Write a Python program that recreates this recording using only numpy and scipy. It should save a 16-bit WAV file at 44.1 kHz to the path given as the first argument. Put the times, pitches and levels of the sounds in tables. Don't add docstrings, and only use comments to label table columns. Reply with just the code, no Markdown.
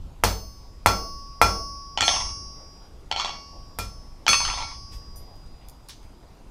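import sys
import numpy as np
from scipy import signal
from scipy.fft import rfft, irfft
from scipy.io import wavfile
from scipy.ndimage import uniform_filter1d

SR = 44100
rng = np.random.default_rng(int(sys.argv[2]) if len(sys.argv) > 2 else 0)


def magnitude_from_level(level_db):
    exponent = np.asarray(level_db, float) / 20
    return 10 ** exponent


def transcribe(signal):
    frames = np.atleast_2d(signal).T
    limited = np.clip(frames, -1, 1)
    pcm = np.round(limited * 32767).astype(np.int16)
    wavfile.write(sys.argv[1], SR, pcm)


N = 286914

ANVIL_HZ = [1120, 1357, 2234, 2412, 2794, 3381, 4258, 4420, 4484, 4904, 5211, 5450, 5696, 6261, 6481, 7407,
            7504, 7930, 8086, 8561, 8971, 9383, 10280, 10760, 12060, 12340, 13370, 13950, 14780, 15105]
ANVIL_T60 = [2.07, 0.27, 0.39, 0.18, 0.79, 0.26, 0.24, 0.72, 0.85, 3.21, 1.16, 1.29, 1.92, 0.81, 0.78, 0.3,
             0.35, 0.71, 0.29, 0.72, 0.34, 0.92, 0.41, 0.46, 0.81, 0.72, 0.97, 0.52, 0.75, 0.47]


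def evened(x):
    return x / np.sqrt(np.mean(x ** 2) + 1e-20)


def read(points, hz):
    f, value = np.transpose(points)
    return np.interp(np.log(hz + 1), np.log(f + 1), value)


def add(mix, s, sound):
    part = mix[round(s * SR):][:len(sound)]
    part += sound[:len(part)]


def coloured(x, points):
    hz = np.fft.rfftfreq(len(x), 1 / SR)
    inside = (hz > points[0][0]) & (hz < points[-1][0])
    return evened(irfft(rfft(x) * magnitude_from_level(read(points, hz)) * inside, len(x)))


def ring(t, hz, db, t60, phase=0):
    return magnitude_from_level(db - 60 * t / t60) * np.sin(2 * np.pi * hz * t + phase)


def burst(t, rise, fall):
    return (1 - np.exp(-t / rise)) * np.exp(-t / fall)


def soft(t, contact):
    return np.sin(np.pi / 2 * np.clip(t / contact, 0, 1)) ** 2


def air():
    # (time [s], level [dB])
    wind_levels = [(0.0, -33.5), (0.16, -48.5), (0.36, -35.5), (0.65, -48.5), (1.21, -41), (1.49, -58.5),
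                   (1.59, -39.5), (1.96, -48.5), (2.17, -36.5), (2.59, -51), (3.6, -50), (3.91, -45),
                   (4.29, -53.5), (4.46, -35.5), (4.73, -43.5), (5.0, -42.5), (5.8, -53), (6.51, -51)]
    # (frequency [Hz], level per Hz [dB])
    wind_colour = [(7.1, -36), (12, -1), (46, -3.5), (61, -6.5), (81, -10), (226, -31.5), (258, -28.5),
                   (400, -40.5), (520, -60.5), (880, -120)]
    # (frequency [Hz], level per Hz [dB])
    hush_colour = [(71, -30), (120, -1), (188, -11), (222, -8), (314, -10.5), (370, -11.5), (569, -14.5),
                   (605, -13.5), (949, -15), (1720, -28), (5080, -30), (14700, -43), (16000, -52.5)]
    hush_db, swell_db, swells_per_s = -53.5, 1.07, 2.2

    t = np.arange(N) / SR
    lumps = evened(uniform_filter1d(uniform_filter1d(rng.standard_normal(N), 1500), 1500))
    gusts = evened(coloured(rng.standard_normal(N), wind_colour) * magnitude_from_level(1.78 * lumps))
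    wind = gusts * magnitude_from_level(np.interp(t, *np.transpose(wind_levels)) + 5.0)

    hz, frames = np.fft.rfftfreq(1024, 1 / SR), N // 256 + 5
    a, b, patches = rng.standard_normal((frames, 513, 3)).T
    patches = evened(uniform_filter1d(uniform_filter1d(patches, 10, 0), 14, 1))
    rates = np.geomspace(.2, swells_per_s, 20)
    moments = np.arange(frames) * 256 / SR
    swell = evened(sum(np.sin(2 * np.pi * (f * moments + rng.random())) / np.sqrt(f) for f in rates))
    low_db = swell_db * swell / (1 + (hz[:, None] / 1300) ** 4)
    level = magnitude_from_level(read(hush_colour, hz)[:, None] + low_db + 1.9 * patches)
    spectrum = (a + 1j * b) * level * (hz > 110)[:, None]
    hush = signal.istft(spectrum, nperseg=1024, noverlap=768)[1][:N]
    return wind + magnitude_from_level(hush_db) * evened(hush)


def blows():
    # (time [s], thud level [dB], crack level [dB], stump level [dB], tool shiver level [dB])
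    struck = [
        (0.237, -1.5, -13, -25.5, -16),
        (0.86, 5, -12.5, -27.5, -17.5),
        (1.415, 6, -15, -25, -17),
        (3.787, -21.5, -25.5, -38, -30.5),
    ]
    # (time [s], thud level [dB], crack level [dB], stump level [dB], shiver level [dB])
    dropped = [
        (2.007, -24, -44, -44.5, -26),
        (3.112, -39, -64.5, -47.5, -49),
        (4.282, -39, -26, -39.5, -21.5),
    ]
    # (frequency [Hz], width [Hz], level [dB])
    thud_modes = [(970, 780, 11), (1300, 450, 2), (1956, 950, 8.5), (3390, 190, -21.5)]
    # (frequency [Hz], level per Hz [dB])
    crack_colour = [(880, -31), (1500, -27), (1725, 3), (2410, -34), (2720, -5), (5280, -10), (11100, -6),
                    (14300, -9), (16000, -31)]
    # (frequency [Hz], level per Hz [dB])
    shiver_colour = [(71, 14.5), (120, 1.5), (988, -1.5), (1120, -10.5), (1260, 0.5), (1370, -11.5),
                     (3740, -10), (5300, -3), (5990, -7.5), (15000, -28.5), (16000, -48.5)]
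    # (frequency [Hz], level [dB], time to die by 60 dB [s])
    stump_modes = [(49, 4, 0.65), (90.7, 4, 0.41), (195, -8, 0.6), (460, 3.5, 0.091), (700, -42.5, 0.51)]
    # (delay [s], frequency [Hz], level [dB])
    far_wall = [(.075, 195, -30.5), (.1, 460, -32.5), (.17, 646, -41.5)]

    sharp, low, t = np.zeros(N), np.zeros(N), np.arange(SR // 2) / SR
    thud = sum(-ring(t, hz, db, 3.56 / width) for hz, width, db in thud_modes) * soft(t, 0.00072)
    for s, thud_db, crack_db, stump_db, shiver_db in struck + dropped:
        a, b = rng.standard_normal((2, len(t)))
        add(sharp, s, magnitude_from_level(thud_db + 0.5) * thud)
        add(sharp, s, magnitude_from_level(crack_db) * coloured(a, crack_colour) * burst(t, 0.00035, 0.0045))
        add(low, s, magnitude_from_level(shiver_db) * coloured(b, shiver_colour) * burst(t, 0.002, 0.042))
        stump = np.zeros(len(t))
        for hz, db, t60 in stump_modes:
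            stump += ring(t, hz * rng.uniform(1.0, 1.04), db, t60, rng.uniform(0, 17))
        add(low, s, magnitude_from_level(stump_db + 4.5) * stump * (1 - np.exp(-t / 0.008)))
        for delay, hz, db in far_wall:
            answer = ring(t, hz * rng.uniform(0.96, 1.03), thud_db + db + 11.0, 0.13)
            add(low, s + delay, answer * soft(t, 0.042))
    return sharp, low


def anvil():
    # (time [s], strength [dB], place from horn to heel [about -1.2 to 0.6, 0 mid-face],
    strikes = [
        (.237, -14, 0.5, -0.58, -3.6),
        (.861, -9, 0.14, 0.41, -4.5),
        (1.414, -8, 0.15, 0.8, -1.7),
        (2.008, 0, -0.28, 0.016, 8),
        (3.161, -24.5, -1.18, 0.55, -4),
        (3.787, -24.7, 0.55, .41, 8),
        (4.279, 1.66, 0.37, -0.81, 21),
        (5.887, -43.5, .3, -0.55, 8),
    ]
    # (time of that contact [s], change of
    # the ring's level from then on [dB], damping by what rests on the face [1/s])
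    mutes = [
        (.860, -22, 0.058),
        (1.414, -30, 0.053),
        (2.008, -35, 0.026),
        (2.87, -6.5, 0.21),
        (3.786, -12.5, 0.073),
        (4.280, -19.5, 0.065),
        (5.886, 2.5, 0.016),
        (6.4, -1, 0.22),
    ]
    # (level struck mid-face [dB], gain towards heel [dB], gain towards far edge [dB])
    shapes = [(-27.5, -5, 9), (-13.5, 2.5, 12.5), (-28, -7.5, -5.5), (-17.5, 12.5, 11), (-35.5, -18, -3.5),
              (-18, 0.5, -0.5), (-15.5, -6.5, -0.5), (-22.0, -4.5, -5), (-32, -21, -4.5), (-33, -8, 3),
              (-21.5, 1, 4), (-27, -7.5, 10), (-34, -7, 7.5), (-19.5, -5.5, -4.0), (-34.5, -8.0, 3.5),
              (-43, 4.5, 2.0), (-39.5, -10, -6.0), (-45, -5.5, -9.5), (-42, -2, -4), (-45, -1, -8.5),
              (-39.5, 8, -1.5), (-33, 1.5, 0), (-36.5, 14.5, 1.5), (-42.0, 15.5, -2), (-42, 12.5, -3),
              (-45.5, 12.5, -5.5), (-49.5, -4.5, -8), (-42.5, 18.5, -7.5), (-51.0, 0, 6.5),
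              (-36.5, 13.0, -4.0)]
    flat_gains = [-5, -7.5, -3.5, 4.5, -2, -2.5, -2, -4, -4, -1.5, -1, 5.5, 4.5, 2, 6.5, -2, 0, 6, -1, 6.5,
                  -2, 4, 4, 6.5, 0, -2.5, -2, 1.5, -2, -1.5]
    flatness = [-0.12, -0.46, -.1, 0.9, -0.2, 0.079, 0.084, 0.097]
    build_times = [.016, .016, 0.011, 0.14, 0.04, .016, .03, 0.017]
    dull_hz = 11200

    out, t = np.zeros(N), np.arange(3 * SR) / SR
    phases = 2 * np.pi * rng.random((len(strikes), len(ANVIL_HZ)))
    top = 1 / (1 + (dull_hz / np.array(ANVIL_HZ)) ** 16)
    for strike, mute, flat, build, turns in zip(strikes, mutes, flatness, build_times, phases):
        s, force_db, along, across, dull_db = strike
        mute_s, left_db, load = mute
        tone = np.zeros(len(t))
        place_db = np.array(shapes) @ [1, along, across]
        levels_db = force_db + place_db + flat * np.array(flat_gains) - dull_db * top
        for hz, t60, db, phase in zip(ANVIL_HZ, ANVIL_T60, levels_db, turns):
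            heard = t[:int(min(t60 * 1.1, 3) * SR)]
            loaded_t60 = 1 / (1 / t60 + abs(load))
            add(tone, 0, ring(heard, hz, db, loaded_t60, phase) * soft(heard, build * min(t60, 1)))
        muted = magnitude_from_level(left_db * soft(t - (mute_s - s), 0.022))
        swell = soft(t, 0.012)
        ending = np.minimum(1, 5 * (t[-1] - t))
        add(out, s, magnitude_from_level(2.5) * tone * swell * muted * ending)
    return out


def shed(x, echo_db, tail_db):
    # (delay [s], level [dB])
    echoes = [(.0032, -32), (0.0102, -11), (0.0113, -8), (.0185, -15), (.0222, -24.5), (.029, -25.5)]
    # (frequency [Hz], time to die by 60 dB [s])
    shed_t60 = [(150, 0.99), (700, 0.39), (2000, 0.28), (5000, 0.31), (12000, 0.24)]

    taps = np.zeros(SR)
    at = np.arange(60, SR - 20, 20)
    taps[at + rng.integers(0, 20, len(at))] = rng.choice([-1., 1.], len(at))
    hz, t, z = signal.stft(taps, SR, nperseg=256)
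    dying = magnitude_from_level(-60 * t / read(shed_t60, hz)[:, None])
    tail = signal.istft(z * dying, SR, nperseg=256)[1][:SR]
    response = magnitude_from_level(tail_db) * tail / np.linalg.norm(tail)
    for s, db in echoes:
        add(response, s, np.array([magnitude_from_level(db + echo_db)]))
    return x + signal.fftconvolve(x, response)[:N]


def knock(t, handle_hz, head_hz, handle_db, edge_db):
    grit_band = signal.butter(4, [1500, 6000], "band", fs=SR, output="sos")
    steel_band = signal.butter(4, [4300, 7200], "band", fs=SR, output="sos")
    head = ring(t, head_hz, 0, .013) + ring(t, head_hz * 1.35, -8, .007) + ring(t, head_hz * .58, -11, .01)
    handle = ring(t, handle_hz, handle_db, .02) + ring(t, handle_hz * 1.5, handle_db - 14, .012)
    a, b = rng.standard_normal((2, len(t)))
    grit = magnitude_from_level(-4) * signal.sosfilt(grit_band, a * burst(t, .0003, 0.0024))
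    edge = magnitude_from_level(edge_db + 2.5) * signal.sosfilt(steel_band, b * burst(t, 0.00054, 0.0014))
    return head * soft(t, .0015) + handle * soft(t, .0012) + grit + edge


def knocks(grains):
    # (time [s], head clack level [dB], handle frequency [Hz], head frequency [Hz])
    contacts = [(1.975, -8, 820, 3020), (2.0076, -5, 1340, 3284), (2.0263, -8.5, 800, 3100),
                (2.0799, 0.3, 753, 3240), (2.112, -15, 1080, 3430), (2.1399, -14, 760, 3014),
                (2.1692, -20, 1040, 3500), (2.2036, -22, 1020, 3260), (2.2539, -43, 1080, 3460),
                (3.1139, -10, 820, 3160), (3.1619, -14.5, 790, 3160), (3.198, -13, 1150, 3300),
                (3.247, -15, 800, 3300), (3.2812, -30, 1150, 3040), (3.2934, -24, 830, 3200),
                (4.2659, -10.5, 840, 3100), (4.2803, -.6, 1323, 2400), (4.3314, 0.8, 1147, 2590),
                (4.4038, -13, 944, 2400), (4.4153, -30.5, 1130, 3390), (4.4294, -26, 780, 3280),
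                (4.4506, -14.5, 1330, 3070), (4.4786, -20, 1260, 3250), (4.5, -19, 1029, 2430),
                (4.538, -25.5, 789, 3290), (4.5802, -25, 1050, 3430), (4.6044, -25, 903, 3190),
                (4.6244, -23, 874, 2380), (4.67, -44, 1310, 3380), (4.7146, -40.5, 1080, 2122)]
    quick_modes = [1, 2, 3, 5, 6, 7, 11]
    quick_levels = [-26, -28.5, -28.5, -28, -27.5, -34.5, -40.5]
    handle_base_db, handle_lean = -8.5, 0.34
    edge_base_db, edge_db_per_oct, heel_hz = -23, 30.5, 780
    steel_lean = 0.56

    out, pushes, t = np.zeros(N), magnitude_from_level(-19) * grains, np.arange(SR) / SR
    for s, db, handle_hz, head_hz in contacts:
        edge_db = edge_base_db + edge_db_per_oct * np.log2(handle_hz / heel_hz)
        sound = knock(t[:2000], handle_hz, head_hz, handle_base_db - handle_lean * db, edge_db)
        add(out, s - .0005, magnitude_from_level(db + 2.0) * sound)
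        add(pushes, s, np.array([magnitude_from_level(steel_lean * db)]))
    quick = sum(ring(t, ANVIL_HZ[k], db, ANVIL_T60[k]) for k, db in zip(quick_modes, quick_levels))
    return out, signal.fftconvolve(pushes, quick * soft(t, 0.011))[:N]


def chatter():
    # (start [s], loudest [s], rest [s])
    settles = [
        (2.016, 2.144, 2.274),
        (3.1, 3.14, 3.295),
        (4.3, 4.46, 4.71),
    ]
    # (level [dB], fade [dB/s])
    strengths = [
        (-40.5, 114),
        (-44.5, 10.5),
        (-41.5, 61),
    ]
    rise_db, rest_db_per_s = 32, 270

    t, level = np.arange(N) / SR, np.zeros(N)
    happens = rng.random(N) < 180 / SR
    size = magnitude_from_level(4 * np.minimum(rng.exponential(1, N), 2.5)) * happens
    kind, grains = rng.integers(0, 12, N), np.zeros(N)
    pitches = rng.uniform([700, 2100], [1300, 4200], (12, 2))
    for k, (handle_hz, head_hz) in enumerate(pitches):
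        sound = knock(t[:2000], handle_hz, head_hz, -1.5, -2.5)
        grains += signal.oaconvolve(size * (kind == k), sound)[:N]
    for (start, top, rest), (db, fade) in zip(settles, strengths):
        shy_db = rise_db * np.maximum(top - t, 0) / (top - start)
        lost_db = fade * (np.clip(t, top, rest) - top) + rest_db_per_s * np.maximum(t - rest, 0)
        level += magnitude_from_level(db + 9.0 - shy_db - lost_db) * (t > start)
    return evened(grains) * level


def small_iron():
    # (time [s], level [dB])
    tinks = [
        (5.1592, -38.5),
    ]
    # (frequency [Hz], level [dB], time to die by 60 dB [s])
    tink_modes = [(5970, -2, .14), (7079, -9, .14), (8393, -12, .2), (9410, 0, .12), (11750, 1, .2),
                  (14830, -2, .12)]
    # (time [s], level [dB], fall [s], centre frequency [Hz], width [octaves])
    ticks = [
        (5.355, -70, .01, 6880, 1.2),
        (5.46, -66, .0067, 5940, .66),
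        (5.685, -46, .002, 8500, .99),
        (5.8855, -45, .002, 5150, .25),
        (5.887, -44, .0012, 10500, .45),
        (5.888, -54, .014, 1500, 1.0),
        (5.893, -48, .022, 4140, .58),
        (6.029, -65, .018, 2500, 1.4),
        (6.228, -61, .005, 1200, .8),
    ]
    # (time [s], level [dB], fall [s], centre frequency [Hz], width [octaves])
    scuffs = [
        (3.51, -56.5, 0.0289, 700, 0.37),
        (4.9, -58, 0.031, 3500, 1.1),
        (4.92, -71, .02, 11600, .2),
        (5.59, -69, 0.051, 2480, .48),
    ]

    out, t = np.zeros(N), np.arange(SR // 4) / SR
    tink_s, tink_db = tinks[0]
    add(out, tink_s, magnitude_from_level(tink_db - 10.5) * sum(ring(t, *mode) for mode in tink_modes))
    hz = np.fft.rfftfreq(len(t), 1 / SR) + 1
    rises = [.001] * len(ticks) + [.035] * len(scuffs)
    for rise, (s, db, fall, centre_hz, octaves) in zip(rises, ticks + scuffs):
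        band = np.exp(-.5 * (np.log2(hz / centre_hz) / octaves) ** 2)
        grit = evened(irfft(rfft(rng.standard_normal(len(t))) * band, len(t)))
        fading = np.exp(-np.maximum(t - rise, 0) / fall)
        add(out, s, magnitude_from_level(db + 5.5) * grit * soft(t, rise) * fading)
    return out


def scene():
    sharp, low = blows()
    grains = chatter()
    taps, hum = knocks(grains)
    struck = shed(sharp, echo_db=-3.5, tail_db=-6)
    hammer = shed(taps + grains + small_iron(), echo_db=2.5, tail_db=-5.5)
    return (struck + hammer + low + hum + anvil() + air())[None]


def roll_off(x):
    return signal.sosfilt(signal.butter(12, 16540, fs=SR, output="sos"), x)


def record(dry):
    power_db = 10 * np.log10(abs(uniform_filter1d(dry[0] ** 2, 600, origin=299)) + 1e-12)
    fall = np.arange(N) * 34.0 / SR
    held_db = np.maximum.accumulate(power_db + fall) - fall
    over_db = np.maximum(held_db + 34.0, 0)
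    ducked = dry / magnitude_from_level(0.13 * uniform_filter1d(over_db, 400))
    limited = np.tanh(ducked / .97) * .97
    edged = signal.oaconvolve(limited, signal.firwin(61, 15700, fs=SR)[None], "same")
    return roll_off(edged)


dry = scene()
out = record(dry)
transcribe(out)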